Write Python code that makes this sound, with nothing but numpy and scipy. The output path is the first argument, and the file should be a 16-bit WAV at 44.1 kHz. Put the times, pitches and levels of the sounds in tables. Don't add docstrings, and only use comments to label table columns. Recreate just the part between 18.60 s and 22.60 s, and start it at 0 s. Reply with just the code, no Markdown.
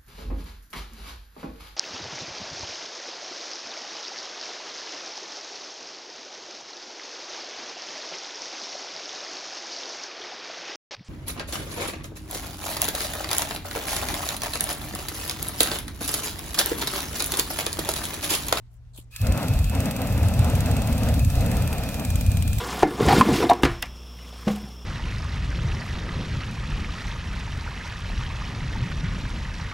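import sys
import numpy as np
from scipy import signal
from scipy.fft import rfft, irfft
from scipy.io import wavfile
from scipy.ndimage import uniform_filter1d

SR = 44100
rng = np.random.default_rng(int(sys.argv[2]) if len(sys.argv) > 2 else 0)


def unload_audio(sound):
    columns = np.transpose(np.atleast_2d(sound))
    steps = np.round(np.clip(columns, -1, 1) * 32767)
    wavfile.write(sys.argv[1], SR, steps.astype(np.int16))


def magnitude_from_level(level_db):
    exponent = np.asarray(level_db, float) / 20
    return 10 ** exponent


N = 176400
T = np.arange(N) / SR
FREQ_HZ = np.fft.rfftfreq(N, 1 / SR)


def curve(rows, axis=1):
    return np.interp(T, [r[0] for r in rows], [r[axis] for r in rows])


def unit(x):
    return x / np.sqrt(np.mean(x ** 2))


def colour(x, tone, centre_hz=0, octaves=0.45):
    octave = np.log2(np.maximum(FREQ_HZ, 1))
    gain = magnitude_from_level(np.interp(octave, np.log2([p[0] for p in tone]), [p[1] for p in tone], left=-70))
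    if centre_hz:
        offset = (octave - np.log2(centre_hz)) / octaves
        gain = gain * np.cos(np.pi / 2 * np.clip(offset, -1, 1))
    return irfft(rfft(x) * gain, N)


def late(x, delay_s):
    return irfft(rfft(x) * np.exp(-2j * np.pi * FREQ_HZ * delay_s), N)


def walk(rate_hz):
    hold = int(SR / rate_hz)
    steps = np.repeat(rng.standard_normal(N // hold + 1), hold)
    return 1.198 * uniform_filter1d(uniform_filter1d(steps, hold), hold)[:N]


def ring(x, hz, width_hz):
    r = np.exp(-np.pi * width_hz / SR)
    return signal.lfilter([1 - r], [1, -2 * r * np.cos(2 * np.pi * hz / SR), r * r], x)


# (frequency [Hz], left port lead [rad], left minus right [dB])
PORT_PAIR = [(0, .17, .3), (500, .45, .9), (1300, .8, 3), (2580, .4, -1.5), (3530, 3.4, .3),
             (5080, 3.3, .3), (6630, 8.2, .7), (16200, 19.0, 1.1)]


def ports(x):
    hz, lead_rad, diff_db = np.array(PORT_PAIR).T
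    level = magnitude_from_level(np.interp(FREQ_HZ, hz, diff_db) / 2)
    tilt = level * np.exp(.5j * np.interp(FREQ_HZ, hz, lead_rad))
    return irfft(rfft(x) * np.array([tilt, 1 / tilt]), N)


def turbulence(tone, gust_db, gust_hz, flicker_db, apart_low, apart_hz):
    near, wide = 0, 0
    gust = gust_db * walk(gust_hz)
    for hz in 22 * 2 ** np.arange(0, 10, .5):
        if tone[0][0] / 1.5 < hz < tone[-1][0] * 1.5:
            level_db = gust + flicker_db * walk(min(hz / 6, 25))
            band = colour(rng.standard_normal((3, N)), tone, hz) * magnitude_from_level(level_db)
            apart = np.clip(apart_low + hz / apart_hz, 0, 1)
            near = near + np.sqrt(1 - apart) * band[0]
            wide = wide + np.sqrt(apart) * band[1:]
    return unit(ports(near) + wide)


# (frequency [Hz], level [dB])
TRAFFIC_TONE = [(20, -21), (45, 1), (100, -13), (160, -23.5), (300, -36), (700, -40.5), (7500, -54.5),
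                (10500, -60)]


def night():
    far = turbulence(TRAFFIC_TONE, 2.9, 3.7, 2.0, 0.15, 4100) * magnitude_from_level(-49)
    hum = np.sqrt(2) * magnitude_from_level(-52 + 1.3 * walk(13)) * np.sin(2 * np.pi * 118.2 * T)
    return far + hum


# (frequency [Hz], level [dB])
FRICTION_TONE = [(400, -14), (650, -7), (1500, -15), (2500, -21), (3500, -10), (5500, -13), (7200, -6),
                 (15000, -16)]
# (start [s], length [s], level [dB])
STROKES = [
    (.105, .04, -67),
    (.333, .024, -57),
    (.36, .012, -53),
    (.374, .022, -55),
    (.4145, .001, -61),
]


def cloth():
    attack_s, t60_s = 0.0028, 0.12
    brush = 0
    for start_s, length_s, db in STROKES:
        decay_db = -60 * np.maximum(T - start_s - length_s, 0) / t60_s
        brush = brush + magnitude_from_level(db + decay_db) * np.clip((T - start_s) / attack_s, 0, 1)
    rustle = turbulence(FRICTION_TONE, 4.4, 300, 7.5, 1.0, 15000) * brush
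    bump_s, bump_hz, bump_db, bump_t60_s = .3865, 300, -34.5, 0.0205
    u = np.maximum(T - bump_s, 0)
    return rustle + magnitude_from_level(bump_db - 60 * u / bump_t60_s) * np.sin(2 * np.pi * bump_hz * u)


# (time [s], level [dB])
PUMP_LEVEL = [
    (.5, -53),
    (.512, -14),
    (.55, -8.5),
    (.62, -0.5),
    (2, 0.5),
    (4, -0.5),
]
# (frequency [Hz], level [dB])
NOZZLE_TONE = [(700, -29), (1200, -14), (2000, -33), (3200, -4), (5960, -9), (8000, -8.5), (10500, -11),
               (15600, -8.5)]
# (frequency [Hz], width [Hz], level [dB])
CASING_MODES = [(1200, 350, -60), (1730, 240, -59), (2580, 320, -49), (4500, 400, -55), (11600, 1100, -55)]
# (time [s], shaft rate [Hz], strain on casing and tones [dB])
MOTOR_RUN = [(.5, 415, -16), (.545, 427, 1.5), (.6, 427, 0), (.7, 436, 0.5), (2.6, 435, -0.5),
             (3, 433.5, 0.5), (4, 433.3, -5)]
# (multiple of shaft rate [-], level [dB])
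SHAFT_TONES = [(3, -66), (4, -62), (5, -67), (6, -58), (7, -70), (8, -69), (12, -71), (27, -68)]
# (time [s], frequency [Hz], level [dB])
GEAR_WHINE = [(.5, 2480, -60), (.55, 2530, -47), (.6, 2532, -50), (.7, 2534, -58), (2.7, 2530, -58),
              (2.85, 2432, -55), (3.2, 2430, -51), (4, 2428, -50)]


def pump():
    hiss = turbulence(NOZZLE_TONE, 1.1, 16, 1.18, 0.72, 20000) * magnitude_from_level(-43 + curve(PUMP_LEVEL))
    body = 0
    for hz, width_hz, db in CASING_MODES:
        mode = ring(ring(rng.standard_normal(N), hz, width_hz), hz, width_hz)
        body = body + magnitude_from_level(db + 1.2 * walk(29.76)) * unit(mode)
    shaft_rad = 2 * np.pi * np.cumsum(curve(MOTOR_RUN) * (1 + 0.001277 * walk(10))) / SR
    for multiple, db in SHAFT_TONES:
        body = body + np.sqrt(2) * magnitude_from_level(db + 3.2 * walk(4.8)) * np.sin(multiple * shaft_rad)
    whine_rad = 2 * np.pi * np.cumsum(curve(GEAR_WHINE) * (1 + 0.00121 * walk(17))) / SR
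    whine = np.sqrt(2) * magnitude_from_level(curve(GEAR_WHINE, axis=2) + 0.95 * walk(23)) * np.sin(whine_rad)
    drive = magnitude_from_level(curve(PUMP_LEVEL) / 2) * (T > .5)
    return hiss + ports(drive * (magnitude_from_level(curve(MOTOR_RUN, axis=2)) * body + whine))


# (frequency [Hz], level [dB])
SNAP_TONE = [(900, -16), (2500, -4.5), (4500, -9), (6500, -6.5), (8200, 1.5), (10500, -12.5), (13800, -0.5),
             (16400, -23)]


def sparks():
    first_s, period_s, scatter_db = .5614, .053478, 1.1
    cluster_s, tail_db, tail_t60_s, attack_s = 0.0029, -7, 0.032, 0.00063
    same_share = .45
    u = np.arange(3000) / SR
    tail = magnitude_from_level(tail_db - 60 * (u - cluster_s) / tail_t60_s)
    shape = np.where(u < cluster_s, 1 - 0.5 * u / cluster_s, tail)
    shape = shape * np.clip(u / attack_s, 0, 1)
    usual = rng.standard_normal((3, len(u)))
    train = np.zeros((3, N + len(u)))
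    for s in np.arange(first_s, N / SR, period_s):
        fresh = rng.standard_normal((3, len(u)))
        snap = np.sqrt(same_share) * usual + np.sqrt(1 - same_share) * fresh
        i = int(s * SR)
        train[:, i:i + len(u)] += magnitude_from_level(scatter_db * rng.standard_normal()) * shape * snap
    out = 0
    for hz in 700 * 2 ** np.arange(0, 5.5, .5):
        out = out + colour(train[:, :N], SNAP_TONE, hz) * magnitude_from_level(-27 + 1.1 * walk(6.14))
    return ports(out[0]) + magnitude_from_level(4.0) * out[1:]


# (time [s], level [dB])
JET_LEVEL = [(.57, -59.5), (.66, -33), (.84, -32), (1.1, -46), (1.15, -31.5), (1.49, -33.5), (1.64, -32),
             (1.74, -39), (1.79, -30.5), (2.16, -33), (2.35, -37.5), (2.49, -32.5), (2.68, -47),
             (2.78, -33.5), (3.05, -34), (3.4, -35.5), (3.52, -41), (4, -46)]
# (frequency [Hz], level [dB])
JET_TONE = [(110, -7.5), (170, -2), (250, 1), (400, -7), (650, -13.5), (1050, -18), (2800, -28),
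            (6500, -37.5)]


def jet():
    echo_s, echo_db = 0.0014, -2.5
    direct = turbulence(JET_TONE, 1.82, 29.49, 1.1, 0.013, 10800)
    echo = colour(late(direct, echo_s), [(5, 0), (650, 0), (1500, -16)])
    return unit(direct + magnitude_from_level(echo_db) * echo) * magnitude_from_level(curve(JET_LEVEL) + 5)


# (time [s], level [dB])
BALL_LEVEL = [(.57, -48), (.61, -27.5), (.7, -17), (.81, -34), (.92, -20), (1.05, -20), (1.3, -29.5),
              (1.55, -22.5), (1.77, -23.5), (2.0, -23), (2.25, -25.5), (2.45, -22), (2.68, -20.5),
              (3.04, -25), (3.2, -27), (3.5, -26.5), (3.75, -23.5), (4, -22.5)]
# (frequency [Hz], level [dB])
BALL_TONE = [(22, -13), (40, -3.5), (65, -1), (87, 2.5), (125, -4.5), (170, -13), (260, -19), (360, -39.5)]
# (time [s], peak level [dB], pitch [Hz])
FUEL_PUFFS = [(.62, -7, 100), (0.711, -1.5, 59.4), (1.01, 0, 80), (1.192, -1.5, 80), (1.629, -3.5, 86),
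              (1.8, 5.5, 86), (2.327, -1, 65), (2.677, 2, 87), (2.779, 1, 54.7), (2.972, -6, 70),
              (3.69, 4.5, 80), (3.971, -6, 89)]


def fireball():
    puff_width_s, puff_db = 0.0087, -11
    ball = turbulence(BALL_TONE, 2.07, 6.09, 1.6, .006, 25000) * magnitude_from_level(curve(BALL_LEVEL) + 0.5)
    for s, db, hz in FUEL_PUFFS:
        pulse = np.exp(-((T - s) / puff_width_s) ** 2)
        ball = ball + magnitude_from_level(db + puff_db) * np.cos(2 * np.pi * hz * (T - s)) * pulse
    return ball


def fire():
    lit = np.clip((T - .585) / 0.031, 0, 1)
    return lit * (fireball() + jet())


def cut(x, top_hz):
    return signal.sosfilt(signal.ellip(8, .3, 60, top_hz, fs=SR, output="sos"), x)


def scene():
    return cut(night() + cloth() + pump() + fire(), 15800) + cut(sparks(), 16500)


def band_limit(x):
    return signal.sosfilt(signal.butter(12, 16640, fs=SR, output="sos"), x)


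def record(dry):
    mix = np.tanh(1.357 * dry) / 1.247
    return band_limit(mix)


dry = scene()
out = record(dry)
unload_audio(out)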